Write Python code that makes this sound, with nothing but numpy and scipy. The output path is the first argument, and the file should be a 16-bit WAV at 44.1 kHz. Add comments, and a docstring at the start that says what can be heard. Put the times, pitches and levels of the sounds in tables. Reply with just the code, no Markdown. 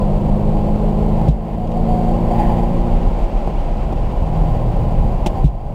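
"""Inside a V8 track car in a long bend. The engine pulls from 3000 to 3500 rpm; a bump thumps the camera at 1.3 s.
The tyres howl and squeal from 1.6 to 2.5 s; at 3 s the engine lifts, shifts up and growls on at 2400 rpm.
At 5.3 s loose things clack and the tyres squeal again; a second bump follows. Wind and road noise run throughout.
Engine: sine orders plus pulse-excited pipe noise. Tyres, wind, road: shaped noise, squeals are tones.
Blows: damped modes and noise bursts. The camera's gain control ducks on peaks."""
import sys
import numpy as np
from scipy.fft import rfft, irfft, next_fast_len
from scipy.io import wavfile
from scipy.ndimage import uniform_filter1d, minimum_filter1d, map_coordinates

SR = 44100
rng = np.random.default_rng(int(sys.argv[2]) if len(sys.argv) > 2 else 0)


def generate_wav(sig):
    """Save sig (samples, or channels by samples) to the path in sys.argv[1] as 16-bit PCM at SR."""
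    pcm = np.round(np.clip(np.atleast_2d(sig).T, -1, 1) * 32767).astype(np.int16)
    wavfile.write(sys.argv[1], SR, pcm)


N = 253134
T = np.arange(N) / SR
# the pipe booms less above this crank speed
BOOM_HZ = 50


def amp(db):
    """Decibels to gain."""
    return 10 ** (np.asarray(db) / 20)


def unit(x):
    """Scale to rms 1."""
    return x / np.sqrt(np.mean(x ** 2) + 1e-20)


def along(points, hz):
    """(Hz, value) points read on a log frequency axis."""
    f, v = np.transpose(points)
    return np.interp(np.log(hz + 1), np.log(f), v)


def curves(rows):
    """One value per sample for each column after the time."""
    s, *cols = np.transpose(rows)
    return [np.interp(T, s, c) for c in cols]


def wobble(rate_hz):
    """Smooth random curve, rate_hz knots a second."""
    return map_coordinates(rng.standard_normal(4096), [T * rate_hz], mode="mirror")


def swell(start_s, length_s):
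    """Rounded burst envelope."""
    phase = np.clip((T - start_s) / length_s, 0, 1)
    return np.sqrt(np.abs(np.sin(np.pi * phase)))


def filtered(x, response):
    """x times a response of frequency."""
    m = next_fast_len(N + 8192)
    return irfft(rfft(x, m) * response(np.fft.rfftfreq(m, 1 / SR)), m)[:N]


def coloured(x, spectrum):
    """x shaped by a spectrum, at rms 1."""
    return unit(filtered(x, lambda hz: amp(along(spectrum, hz))))


def noise(spectrum):
    """Coloured noise of rms 1."""
    return coloured(rng.standard_normal(N), spectrum)


def order_tone(order, turns):
    """Sine of rms 1 locked to the crank, random phase."""
    return np.sqrt(2) * np.sin(2 * np.pi * (order * turns + rng.random()))


def engine(crank_hz, turns, shut):
    """Two low orders drone; unequal cylinders add half orders that sweep through the cabin's resonances."""
    # cabin response to the upper orders: f/Hz, level/dB
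    cabin = [(50, -9), (80, 6), (115, 3), (170, 4.5), (200, 7), (265, -11.5), (322, -3), (335, -3.5),
             (349, 3), (392, -12), (422, 0.5), (465, -7), (503, 0.5), (530, -4.5), (570, -3), (660, -14.5),
             (820, -16.5), (1200, -34)]
    # single orders boom in the cabin, back on throttle at low revs: t/s, length/s, order, level/dB
    booms = [(4.205, 0.39, 4, -22), (4.628, 0.15, 3, -20.5)]
    # level at full throttle, drop with the throttle shut
    third_full_db, third_shut_db = -23, 15.5
    firing_full_db, firing_shut_db, firing_db_per_hz = -21, 22, 0.45
    upper_full_db, upper_shut_db = -33, 13
    # upper orders relative to the even ones
    odd_db, half_db = -2.5, -6.5

    third_db = third_full_db - third_shut_db * shut
    rev_loss_db = firing_db_per_hz * np.maximum(0, crank_hz - BOOM_HZ)
    firing_db = firing_full_db - firing_shut_db * shut - rev_loss_db
    upper_db = upper_full_db - upper_shut_db * shut

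    out = np.zeros(N)
    for k, level_db in ((3, third_db), (4, firing_db)):
        boom = sum(amp(db) * swell(s, length) for s, length, order, db in booms if round(order) == k)
        level = np.maximum(amp(level_db), boom)
        out += level * amp(.9 * wobble(15)) * order_tone(k, turns)
    # orders 1.5 to 17 in halves
    for k in np.setdiff1d(np.arange(3, 35) / 2, [3, 4]):
        weaker_db = half_db if k % 1 else odd_db if k % 2 else 0
        level_db = upper_db + along(cabin, k * crank_hz) + weaker_db + 2.5 * wobble(16)
        out += amp(level_db) * order_tone(k, turns)
    return out


def burble(crank_hz, turns, shut):
    """Four firings a turn, each of random strength, boom in the pipe; most under load at low revs."""
    # pipe spectrum: f/Hz, level/(dB per Hz)
    pipe = [(30, -33), (60, 0), (80, 1), (97, -2.5), (120, 6), (150, -7.5), (210, -11.5), (280, -14),
            (600, -67)]
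    full_db, shut_db, db_per_hz = -23.5, 11, 0.73
    firings = np.diff(np.floor(4 * turns), prepend=0)
    level_db = full_db - shut_db * shut - db_per_hz * (crank_hz - BOOM_HZ)
    return amp(level_db) * coloured(firings * rng.standard_normal(N), pipe)


def tyres():
    """Sliding tyres howl and scrub; when the tread breaks into stick-slip they squeal in short bursts."""
    # slides towards the limit and back to grip: peak t/s, build-up/s, recovery/s, slip/0-1
    slides = [(1.54, 0.62, .08, 0.64), (2.43, 0.25, .32, 0.86), (4.45, 0.18, 0.31, 0.35),
              (5.38, 0.63, 0.52, .3)]
    # howl spectrum: f/Hz, level/(dB per Hz)
    howl_spectrum = [(560, -22), (700, 3.5), (770, 0.5), (815, 8), (850, -2.5), (890, -9), (1050, -3),
                     (1250, -48.5)]
    # scrub spectrum: f/Hz, level/(dB per Hz)
    scrub_spectrum = [(1000, -15), (1450, -4), (1700, 1.5), (2000, 4.5), (2400, -4.5), (3000, -3.5),
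                      (4000, -17), (9000, -41)]
    # stick-slip bursts: t/s, length/s, mean f/Hz, level/dB
    squeals = [(-.03, 0.09, 1014, -35), (1.568, 0.092, 728, -25.5), (1.741, 0.0857, 724, -25),
               (1.863, 0.09, 722, -22), (1.95, 0.091, 722, -21.5), (2.037, 0.11, 728, -25.5),
               (2.11, 0.061, 797, -26.5), (2.301, 0.038, 722, -19), (2.376, 0.066, 841.5, -21),
               (2.485, 0.046, 838, -21), (5.331, 0.11, 782, -27)]
    # level with full grip, rise at full slip
    howl_db, howl_slip_db = -36, 14
    scrub_db, scrub_slip_db = -64.5, 29

    slip = sum(peak * np.exp(-np.abs(T - s) / np.where(T < s, build, recover))
               for s, build, recover, peak in slides)
    out = amp(howl_db + howl_slip_db * slip) * noise(howl_spectrum)
    out += amp(scrub_db + scrub_slip_db * slip + 1.4 * wobble(90)) * noise(scrub_spectrum)
    # the slip rate wanders, which smears each tone
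    slip_time_s = np.cumsum(1 + .006 * wobble(45) + .016 * wobble(260)) / SR
    chatter = unit(amp(2.6 * wobble(110)))
    for s, length, hz, db in squeals:
        tone = np.sqrt(2) * np.sin(2 * np.pi * hz * slip_time_s)
        out += amp(db) * swell(s, length) * chatter * tone
    return out


def ring(modes, t, attack_s):
    """Damped modes after a blow; neighbouring modes swing in opposite directions."""
    swing = np.zeros(len(t))
    for k, (hz, db, t60) in enumerate(modes):
        swing += (-1) ** (k + 1) * amp(db - 60 * t / t60) * np.sin(2 * np.pi * hz * t)
    return swing * (1 - np.exp(-t / attack_s))


def blows():
    """Bumps ring the camera's mount and make it chafe; knocks ring the trim with a short crack."""
    # bumps through the body: t/s, thump/dB, chafe/dB
    bumps = [(1.2844, 6.5, -42), (5.4427, 7, -41)]
    # camera mount modes: f/Hz, level/dB, t60/s
    mount = [(52.5, -1.5, 0.25), (149.4, 3.5, 0.083), (206, -13, 0.046), (257, -12.5, 0.066),
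             (530, -30, .04)]
    # knocks in the cabin, the one at 1.284 s part of the first bump: t/s, knock/dB, crack/dB
    knocks = [(1.214, -8, -48), (1.284, -22, -31), (1.671, -24, -39), (1.715, -35, -40), (3.474, -6.5, -58),
              (3.925, -7, -43), (5.261, -4.5, -20), (5.2667, -4, -26)]
    # trim panel modes: f/Hz, level/dB, t60/s
    trim = [(188, -10, 0.058), (356, -9.5, 0.036), (593, -14.5, 0.081), (793, -6.5, 0.032),
            (960, -13, 0.0041)]
    # crack and chafe spectrum: f/Hz, level/(dB per Hz)
    crack_spectrum = [(100, -27), (900, -12), (1700, -8), (2300, 2.5), (2700, 7), (3300, 6.5), (4200, -1),
                      (6500, -4), (9000, -12), (12000, -19), (15700, -19)]
    rattle_knock_db, rattle_crack_db, rattle_spread_db = -17.5, -49, 3

    out, t = np.zeros(N + SR), np.arange(SR // 2) / SR
    crack = noise(crack_spectrum)

    def burst():
        """Random stretch of the crack noise."""
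        return np.roll(crack, rng.integers(N))[:len(t)]

    def add(s, blow):
        """Place a blow at s seconds."""
        out[round(s * SR):][:len(t)] += blow

    snap = amp(-60 * t / 0.048) * (1 - np.exp(-t / 0.0019))
    chafing = np.interp(t, [0, .003, .032, .055], [0.079, 0.96, 0.72, 0])
    for s, thump_db, chafe_db in bumps:
        thump = amp(thump_db) * ring(mount, t, attack_s=0.0057)
        add(s, thump + amp(chafe_db) * chafing * burst())
    # eight lighter rattles at random moments
    rattles = [(u * T[-1], rattle_knock_db + rattle_spread_db * z, rattle_crack_db + rattle_spread_db * z)
               for u, z in zip(rng.random(size=8), rng.standard_normal(size=8))]
    for s, knock_db, crack_db in list(knocks) + rattles:
        knock = amp(knock_db) * ring(trim, t, attack_s=0.00054)
        add(s, knock + amp(crack_db) * snap * burst())
    return out[:N]


def wind_and_road(throttle):
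    """Air buffets the cabin, the tread roars on coarse asphalt, the windows hiss; all grow with speed."""
    # car over the ground: t/s, speed/(m/s)
    speed = [(0, 20.2), (2.5, 21.8), (3.1, 23.2), (4, 22.4), (5.74, 19.7)]
    # gusts: peak t/s, half width/s, rise/dB
    gusts = [(.4, 0.13, 2.5), (2.5, 0.065, 2.5), (3.0, 0.18, 3.5), (4.42, 0.15, 2), (5.04, 0.067, 6.5)]
    # buffet spectrum: f/Hz, level/(dB per Hz)
    buffet_spectrum = [(6, -43), (14, -44), (21, -8), (28, 3), (42, -1.5), (55, -9.5), (75, -18.5),
                       (120, -22.5), (220, -23.5), (500, -92.5)]
    # road spectrum: f/Hz, level/(dB per Hz)
    road_spectrum = [(15, -43), (60, 2.5), (120, 3), (200, 4), (270, 0.5), (360, 0), (450, -2), (560, 3),
                     (670, 0.5), (820, -3), (920, -6), (1050, -9.5), (1250, -23.5), (1800, -59)]
    # air spectrum: f/Hz, level/(dB per Hz)
    air_spectrum = [(100, -27), (1300, 7.5), (1700, 0), (2200, 2), (2900, 0.5), (3600, -7.5), (4500, -10.5),
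                    (6200, -16), (8300, -19.5), (9300, -28), (12000, -39), (15700, -38)]
    # levels at cruise speed, growth for a tenfold speed
    cruise_m_s = 21.5
    buffet_db, road_db, air_db = -17, -28, -45.5
    buffet_speed_db, road_speed_db, air_speed_db = 11, 2, 60
    throttle_roar_db = 3  # extra engine roar mixed into the road noise at full throttle

    pace = np.log10(curves(speed)[0] / cruise_m_s)
    gust_db = sum(db * np.exp(-((T - s) / width) ** 2) for s, width, db in gusts)
    lumps = noise(buffet_spectrum)
    # keep the buffeting's strength roughly even, in swells and lulls alike
    power = np.abs(uniform_filter1d(lumps ** 2, size=SR // 6))
    lumps = unit(lumps / np.sqrt(power + .05))
    buffet = amp(buffet_db + buffet_speed_db * pace + gust_db) * lumps
    roar_db = road_db + road_speed_db * pace + throttle_roar_db * throttle + 0.28 * wobble(25)
    roar = amp(roar_db) * noise(road_spectrum)
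    hiss = amp(air_db + air_speed_db * pace + 0.77 * wobble(40)) * noise(air_spectrum)
    return buffet + roar + hiss


def scene():
    """Everything as it reaches the camera behind the windscreen."""
    # crankshaft: t/s, turns per second/Hz
    crank = [(0, 50), (.45, 51.75), (1.15, 53.29), (2.15, 57.11), (2.95, 58.56), (3.22, 58.28),
             (4.22, 40.44), (4.6, 39.59), (5.74, 39.28)]
    # driver's foot: t/s, throttle/0-1
    foot = [(0, 0.97), (2.55, 1), (2.95, 0.83), (3.4, 0.19), (4.2, 0.12), (4.27, 0.45), (4.85, 0.57),
            (5.15, 0.31), (5.74, 0.18)]
    crank_hz = curves(crank)[0] * (1 + .002 * wobble(12))
    turns = np.cumsum(crank_hz) / SR
    throttle = np.clip(curves(foot)[0], 0, 1)
    shut = 1 - throttle
    exhaust = engine(crank_hz, turns, shut) + burble(crank_hz, turns, shut)
    return (exhaust + wind_and_road(throttle) + tyres() + blows())[None]


def gain_control(x, ceiling, hold_s, recovery_db_per_s):
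    """Peaks over the ceiling pull the gain down; it holds, then climbs at a steady dB rate."""
    need_db = 20 * np.log10(np.minimum(1, ceiling / (np.abs(x) + 1e-9)))
    half = int(hold_s * SR / 2)
    held_db = minimum_filter1d(need_db, 2 * half + 1, origin=half)
    climb_db = recovery_db_per_s * T
    cut_db = np.minimum.accumulate(held_db - climb_db) + climb_db
    return x * amp(uniform_filter1d(minimum_filter1d(cut_db, size=128), size=128))


def record(dry):
    """The camera ducks on peaks; a ripple in its sample timing mirrors loud tones faintly into the treble."""
    clock_hz, top_hz = 3900, 15720
    x = gain_control(dry[0], ceiling=.96, hold_s=0.12, recovery_db_per_s=18)
    ripple = sum(np.sin(2 * np.pi * k * clock_hz * T) / k ** 0.98 for k in range(1, 5))
    # a small timing shift adds shift times slope
    x = x + 0.28 * ripple * np.gradient(x)
    return filtered(x, lambda hz: hz < top_hz)[None]


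dry = scene()
out = record(dry)
generate_wav(out)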